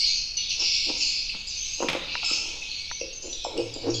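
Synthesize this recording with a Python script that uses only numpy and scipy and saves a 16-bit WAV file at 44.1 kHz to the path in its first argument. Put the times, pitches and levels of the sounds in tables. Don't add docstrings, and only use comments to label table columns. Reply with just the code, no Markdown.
import sys
import numpy as np
from scipy import signal
from scipy.fft import rfft, irfft
from scipy.io import wavfile
from scipy.ndimage import uniform_filter1d

SR = 44100
rng = np.random.default_rng(int(sys.argv[2]) if len(sys.argv) > 2 else 0)


def wrap_up_sound(samples):
    columns = np.atleast_2d(samples).T
    tamed = np.clip(columns, -1, 1)
    steps = np.round(tamed * 32767).astype(np.int16)
    wavfile.write(sys.argv[1], SR, steps)


N = 4 * SR


def amp(db):
    return 10 ** (np.asarray(db) / 20)


def unit(x):
    return x / np.sqrt(np.mean(x ** 2) + 1e-20)


def at_hz(points, hz):
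    f, value = np.transpose(points)
    return np.interp(np.log(hz + 1), np.log(f), value)


def envelope(points):
    return amp(np.interp(np.arange(N) / SR, *np.transpose(points)))


def add(mix, start_s, sound):
    at = round(start_s * SR)
    sound = sound[max(-at, 0):]
    part = mix[max(at, 0):][:len(sound)]
    part += sound[:len(part)]


def colour(x, points):
    hz = np.fft.rfftfreq(len(x), 1 / SR)
    return irfft(rfft(x) * amp(at_hz(points, hz)), len(x))


def band(x, hz, width_hz, order=2):
    low_hz = np.sqrt(hz ** 2 + width_hz ** 2 / 4) - width_hz / 2
    high_hz = min(low_hz + width_hz, SR / 2 - 1)
    return signal.sosfilt(signal.butter(order, [low_hz, high_hz], "band", fs=SR, output="sos"), x)


def ring(modes, t):
    return sum(amp(db - 60 * t / t60_s) * np.sin(2 * np.pi * hz * t) for hz, db, t60_s in modes)


def note(length_s, pitches_hz, flutter_depth, edge_s=0.0038):
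    t = np.arange(0, length_s, 1 / SR)
    flutter = unit(uniform_filter1d(rng.standard_normal(SR // 4), size=30))[:len(t)]
    contour_hz = np.polyval(np.polyfit([0, .5, 1], pitches_hz, 2), t / length_s)
    hz = contour_hz * (1 + flutter_depth * flutter)
    ramp = np.clip(np.minimum(t, length_s - t) / edge_s, 0, 1)
    return np.sqrt(2) * np.sin(ramp * np.pi / 2) ** 2 * np.sin(2 * np.pi * np.cumsum(hz) / SR)


# t/s, length/s, rise/s, first f/Hz, last f/Hz, width/Hz, pulse rate/Hz, level/dB, throat/dB
RASP_CALLS = [(-.05, 0.26, .02, 4495, 4442, 660, 213, -19.5, -38),
              (0.052, 0.2, .02, 6470, 6320, 550, 110, -33.5, -51),
              (0.074, 0.26, .03, 5450, 5350, 950, 194, -33.5, -48),
              (0.259, 0.33, .02, 4420, 4350, 239, 190, -34.5, -49),
              (.12, 0.23, 0.034, 3397, 3365, 1200, 190, -48, -47),
              (0.382, 0.26, .012, 3700, 3530, 1090, 220, -33, -44),
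              (0.484, 0.098, .015, 5390, 5350, 1600, 200, -27.5, -43),
              (0.59, 0.11, .004, 5373, 5430, 680, 185, -22, -40),
              (.69, 0.16, .01, 5520, 5360, 700, 120, -26, -36),
              (.625, .28, .015, 4560, 4690, 980, 190, -23, -35.5),
              (0.586, 0.33, .015, 6750, 7480, 1000, 110, -40.5, -42),
              (0.591, 0.33, .03, 3600, 3620, 900, 174, -32.5, -33.5),
              (0.836, 0.16, .015, 5100, 4667, 1100, 217, -32, -38),
              (0.969, .19, .015, 6600, 6690, 1300, 196, -33, -37.5),
              (0.992, .26, .008, 4646, 4690, 1000, 183, -24.5, -46),
              (1.02, 0.5, .02, 3614, 3350, 750, 174, -38.5, -46),
              (1.248, .16, .03, 4670, 4400, 970, 160, -36.5, -48),
              (1.491, 0.31, .017, 4100, 4335, 1400, 190, -38.5, -46),
              (1.549, 0.29, .035, 6170, 6480, 520, 139, -30, -45),
              (1.606, 0.42, .06, 7200, 7570, 1400, 120, -48.5, -45),
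              (1.786, 0.11, .02, 6400, 6300, 820, 193, -36, -38.5),
              (1.935, 0.21, .02, 3747, 3957, 706, 220, -37.5, -42),
              (2.061, 0.23, .04, 3970, 4700, 1440, 180, -33, -31.5),
              (2.239, 0.22, .019, 4290, 4730, 1400, 174, -34, -35),
              (2.239, 0.14, .012, 6980, 6750, 1500, 190, -33.5, -38),
              (2.242, 0.2, .004, 5205, 5226, 340, 48.5, -26, -36.5),
              (2.29, 0.49, .05, 6000, 6150, 1400, 260, -34.5, -58),
              (2.622, .2, .014, 3700, 3500, 1200, 202, -38.5, -44),
              (2.669, 0.21, .052, 4346, 4480, 520, 116, -30.5, -41.5),
              (3.326, 0.18, .008, 3700, 3800, 850, 190, -38.5, -73),
              (3.935, .14, .003, 4730, 4830, 905, 200, -31, -65)]


def rasps(slowing=.35, jitter_cycles=.15, spread_db=2, sag_db_per_s=31, fall_s=0.055):
    out = np.zeros(N)
    for start_s, length_s, rise_s, first_hz, last_hz, width_hz, rate_hz, db, throat_db in RASP_CALLS:
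        t = np.arange(0, length_s, 1 / SR)
        jitter, strength = rng.standard_normal((2, 128))
        voice_noise, throat_noise = rng.standard_normal((2, SR))[:, :len(t)]
        cycles = np.cumsum(rate_hz * (1 - slowing * t / length_s)) / SR
        cycles += np.interp(cycles, np.arange(len(jitter)), jitter_cycles * jitter)
        pulse_gain = amp(spread_db * strength[cycles.astype(int) % len(strength)])
        pulses = pulse_gain * np.exp(-(cycles % 1) / 0.28)
        centre_hz = (first_hz + last_hz) / 2
        steady = band(pulses * voice_noise, centre_hz, width_hz, order=5)
        shift_hz = np.linspace(first_hz, last_hz, len(t)) - centre_hz
        voice = (signal.hilbert(steady) * np.exp(2j * np.pi * np.cumsum(shift_hz) / SR)).real
        throat = band(pulses * throat_noise, hz=2653, width_hz=480)
        shape = np.minimum(t / rise_s, 1) * np.minimum((length_s - t) / fall_s, 1)
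        shape *= amp(-sag_db_per_s * t)
        add(out, start_s, shape * (amp(db) * unit(voice) + amp(throat_db) * unit(throat)))
    return out


# f/Hz, gain/dB
OVERTONE_GAIN = [(8000, -60.5), (9500, -59), (10500, -44), (12500, -38), (13500, -29)]


def overtone(buzz):
    analytic = signal.hilbert(buzz)
    return colour(abs(analytic) * np.cos(2 * np.angle(analytic)), OVERTONE_GAIN)


# t/s, length/s, lower f/Hz, level/dB, upper f/Hz, level/dB
CHIP_CALLS = [(0.368, 0.013, 4410, -22, 6085, -22.5), (0.374, 0.019, 2860, -29, 5950, -52),
              (.503, 0.023, 2807, -28.5, 4370, -28), (1, 0.0296, 2720, -29, 5340, -25.5),
              (1.29, 0.014, 2635, -28.5, 4720, -31), (1.468, 0.0215, 4900, -30, 7340, -38.5),
              (2.615, 0.019, 2556, -32, 5200, -56), (3.009, 0.0089, 2700, -27.5, 5600, -27),
              (3.221, 0.01, 5000, -35, 6240, -34.5), (3.328, 0.0043, 3760, -19, 4550, -22),
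              (3.442, 0.0096, 5390, -27.5, 7350, -35.5), (3.575, 0.0073, 2786, -27.5, 5410, -27),
              (3.573, 0.0068, 7100, -42, 8100, -35.5), (3.737, 0.0084, 4870, -28, 7190, -33),
              (3.899, 0.013, 5570, -29, 6700, -39), (3.94, 0.036, 3324, -35.5, 6770, -34.5),
              (3.942, 0.013, 4040, -36, 4835, -32.5)]


def chips(fall=0.033, flutter_hz=180):
    out = np.zeros(N)
    contour = 1 + fall * np.array([.5, 0, -.5])
    for start_s, length_s, low_hz, low_db, high_hz, high_db in CHIP_CALLS:
        for hz, db in (low_hz, low_db), (high_hz, high_db):
            add(out, start_s, amp(db) * note(length_s, hz * contour, flutter_hz / hz))
    return out


# t/s, length/s, first f/Hz, middle f/Hz, last f/Hz, level/dB
WHISTLE_CALLS = [(1.483, 0.031, 7210, 6250, 5800, -36), (1.49, 0.06, 5000, 4910, 4860, -37.5),
                 (2.914, 0.042, 6100, 6100, 6070, -33.5), (2.955, 0.051, 5930, 5900, 5300, -45),
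                 (3.127, 0.062, 6450, 6300, 6200, -37), (3.226, 0.074, 7020, 7060, 7020, -45),
                 (3.309, 0.036, 7370, 7100, 6470, -42), (3.295, 0.063, 5930, 5965, 5650, -35.5)]


def whistles():
    out = np.zeros(N)
    for start_s, length_s, *pitches_hz, db in WHISTLE_CALLS:
        add(out, start_s, amp(db) * note(length_s, pitches_hz, flutter_depth=0.014))
    return out


# f/Hz, level/dB, t60/s
BOARD_MODES = [(198.8, 0.5, 0.086), (295, 4, 0.052), (344.5, -1, 0.13), (387, -8, 0.075),
               (475.4, -3.5, 0.073), (527, 0, 0.053), (589, -5.5, 0.05), (702, -6, 0.061),
               (877, -9.5, 0.034), (954, -3, 0.045), (1093, 5, 0.017), (1373, -4.5, 0.096)]
# t/s, peak level/dB, centre f/Hz, width/Hz
BOARD_KNOCKS = [(1.349, -37, 212, 116), (1.804, -19, 584, 323), (1.826, -24, 445, 282),
                (1.845, -18, 396, 306), (1.951, -15, 583, 485), (2.231, -29.5, 798, 151),
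                (2.23, -33.5, 1300, 220), (2.313, -27.5, 453, 600), (3.013, -22.5, 500, 168),
                (3.449, -17, 770, 193), (3.466, -20.5, 626, 272), (3.583, -17, 432, 161),
                (3.606, -23.5, 450, 160), (3.624, -30, 453, 152), (3.89, -16, 392, 122)]
# peak t/s, rise/s, fall/s, level/dB, centre f/Hz, width/Hz
BOARD_SCUFFS = [(.622, 0.02, 0.017, -39.5, 695, 880), (0.9, 0.012, 0.012, -28, 473, 474),
                (.962, 0.0094, 0.014, -51, 646, 710), (1.347, 0.0043, 0.013, -43, 680, 900),
                (1.83, 0.012, 0.011, -22.5, 600, 640), (1.96, 0.043, 0.037, -36, 640, 665),
                (2.301, .025, 0.029, -41, 1335, 220), (2.12, 0.11, 0.33, -53.5, 600, 690),
                (2.55, 1, 0.097, -49.5, 563, 660), (3.042, 0.0011, 0.029, -35.5, 447, 153),
                (3.25, 0.021, 0.053, -37, 444, 267), (3.6, 0.041, 0.025, -26.5, 459, 286),
                (3.77, 0.02, 0.021, -37, 490, 315), (3.888, 0.027, 0.014, -22.5, 464, 314),
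                (3.894, 0.023, 0.018, -41.5, 1190, 1220)]


def boards(thud_db=-4, thud_decay_s=0.0073, grains_per_s=900):
    out, t = np.zeros(N), np.arange(SR // 2) / SR
    body = ring(BOARD_MODES, t)
    for start_s, db, hz, width_hz in BOARD_KNOCKS:
        thud = amp(thud_db) * rng.standard_normal(len(t)) * np.exp(-t / thud_decay_s)
        blow = band(body + thud, hz, width_hz)
        add(out, start_s, amp(db) * blow / abs(blow).max())
    mid_s = t.mean()
    for peak_s, rise_s, fall_s, db, hz, width_hz in BOARD_SCUFFS:
        grit = rng.standard_normal(len(t)) * (rng.random(len(t)) < grains_per_s / SR)
        rub = unit(signal.fftconvolve(grit, body)[:len(t)]) + 3.8 * unit(grit)
        swell = np.exp(np.minimum((t - mid_s) / rise_s, (mid_s - t) / fall_s))
        add(out, peak_s - mid_s, amp(db) * swell * unit(band(rub, hz, width_hz)))
    return out


# t/s, level/dB
TOOL_HITS = [(1.8857, -19), (1.893, -48), (1.899, -24), (1.931, -26), (1.949, -31)]
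# f/Hz, relative level/dB
TOOL_SPECTRUM = [(200, -3), (700, -6.5), (1100, -2.5), (1600, -8.5), (2300, 2), (4000, -5), (5200, -9.5),
                 (7000, -21), (11000, -39), (15000, -52)]
# f/Hz, level/dB, t60/s
TOOL_MODES = [(9000, -30, 0.083), (10300, -44, .06), (11700, -36, .06)]


def tool_clack(decay_s=0.011):
    out, t = np.zeros(N), np.arange(SR // 4) / SR
    for start_s, db in TOOL_HITS:
        crack = unit(colour(rng.standard_normal(len(t)), TOOL_SPECTRUM)) * np.exp(-t / decay_s)
        add(out, start_s, amp(db) * (1.05 * crack + ring(TOOL_MODES, t)))
    return out


# t/s, peak level/dB
CLICK_HITS = [(2.1541, -16), (2.914, -20)]
# f/Hz, level/dB, t60/s
CLICK_RING = [(600, -38, 0.021), (980, -10, 0.045), (1420, 3, 0.007), (1790, 1.5, 0.0067)]


def clicks(rise_s=0.00037):
    out, t = np.zeros(N), np.arange(SR // 10) / SR
    click = ring(CLICK_RING, t) * np.minimum(t / rise_s, 1)
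    for start_s, db in CLICK_HITS:
        add(out, start_s, amp(db) * click / abs(click).max())
    return out


# f/Hz, relative level/dB
COLONY_SPECTRUM = [(1500, -56), (1950, -28.5), (2250, -8.5), (2700, -6.5), (3200, -7), (4000, -2),
                   (4700, 1), (5600, -2.5), (6500, -3.5), (7300, -22), (8300, -19), (9200, -46),
                   (15000, -71)]
# t/s, level/dB
COLONY_LEVEL = [(0, -24), (.33, -43.5), (.7, -34.5), (1.1, -33.5), (1.44, -41.5), (1.7, -34.5), (2.0, -49),
                (2.35, -29.5), (2.58, -40), (2.9, -38.5), (3.15, -44.5), (3.4, -41.5), (3.8, -42), (4, -39)]


def colony(calls_per_s=90, low_hz=2100, high_hz=8200, hiss_gain=.55):
    chirps = np.zeros(N)
    for when, pitch, span, bend in rng.random((int(calls_per_s * N / SR), 4)):
        hz = low_hz * (high_hz / low_hz) ** pitch
        contour = 1 + 0.2577 * (bend - .5) * np.array([1, 0, -1])
        length_s = 0.01957 + .07 * span
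        add(chirps, when * N / SR - .03, note(length_s, hz * contour, flutter_depth=0.0562))
    blur = unit(room(chirps, wet_db=2)) + hiss_gain * rng.standard_normal(N)
    return envelope(COLONY_LEVEL) * unit(colour(board_echoes(blur), COLONY_SPECTRUM))


# delay/s, gain
ECHO_TAPS = [(.0023, 0.14), (.0041, -0.15), (.0067, 0.15), (.0094, -0.0042), (0.0133, -0.0027)]


def board_echoes(x):
    out = x.copy()
    for delay_s, gain in ECHO_TAPS:
        add(out, delay_s, gain * x)
    return out / np.sqrt(1 + sum(gain ** 2 for _, gain in ECHO_TAPS))


# f/Hz, t60/s
ROOM_T60 = [(150, 1), (500, 0.39), (1500, 0.93), (3000, 0.99), (5000, 0.7), (8000, 0.48), (14000, 0.53)]


def room(x, wet_db, onset_s=0.0026):
    hz, t, noise = signal.stft(rng.standard_normal(SR), SR, nperseg=256)
    decay = amp(-60 * t / at_hz(ROOM_T60, hz)[:, None])
    tail = signal.istft(noise * decay, SR, nperseg=256)[1]
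    tail *= np.minimum(np.arange(len(tail)) / SR / onset_s, 1)
    tail /= np.sqrt(np.mean(abs(rfft(tail, SR)[300:6000]) ** 2))
    wet = amp(wet_db) * signal.fftconvolve(x, tail)[:N]
    return (x + wet) / np.sqrt(1 + amp(wet_db) ** 2)


# f/Hz, relative level/dB
RUMBLE_SPECTRUM = [(10, 4.5), (28, -0.5), (60, -7.5), (120, -16.5), (250, -23.5), (600, -29), (1500, -33.5),
                   (4000, -25), (9000, -46), (15000, -52.5)]


def rumble(level_db=-45):
    return amp(level_db) * unit(colour(rng.standard_normal(N), RUMBLE_SPECTRUM))


# t/s, level/dB
HUM_LEVEL = [(3.5, -100), (3.54, -64), (3.62, -41), (3.72, -42), (3.79, -55), (3.88, -35.5), (4, -32.5)]


def hum(hz=116, waver_hz=10):
    waver = unit(uniform_filter1d(rng.standard_normal(N), size=900))
    phase = 2 * np.pi * np.cumsum(hz + waver_hz * waver) / SR
    return envelope(HUM_LEVEL) * np.sin(phase)


def scene():
    buzz = room(rasps(), wet_db=2)
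    calls = board_echoes(buzz + room(chips(), wet_db=1) + room(whistles(), wet_db=-1.5))
    call_band = signal.butter(9, [2080, 8400], "band", fs=SR, output="sos")
    birds = signal.sosfilt(call_band, calls) + overtone(buzz)
    work = room(boards(), wet_db=-4) + room(tool_clack(), wet_db=-3.5) + room(clicks(), wet_db=-40)
    return (birds + colony() + work + rumble() + hum())[None]


def record(dry, cutoff_hz=15200):
    lowpass = signal.firwin(511, cutoff_hz, window=("kaiser", 9), fs=SR)
    return signal.oaconvolve(dry, lowpass[None], "same")


dry = scene()
out = record(dry)
wrap_up_sound(out)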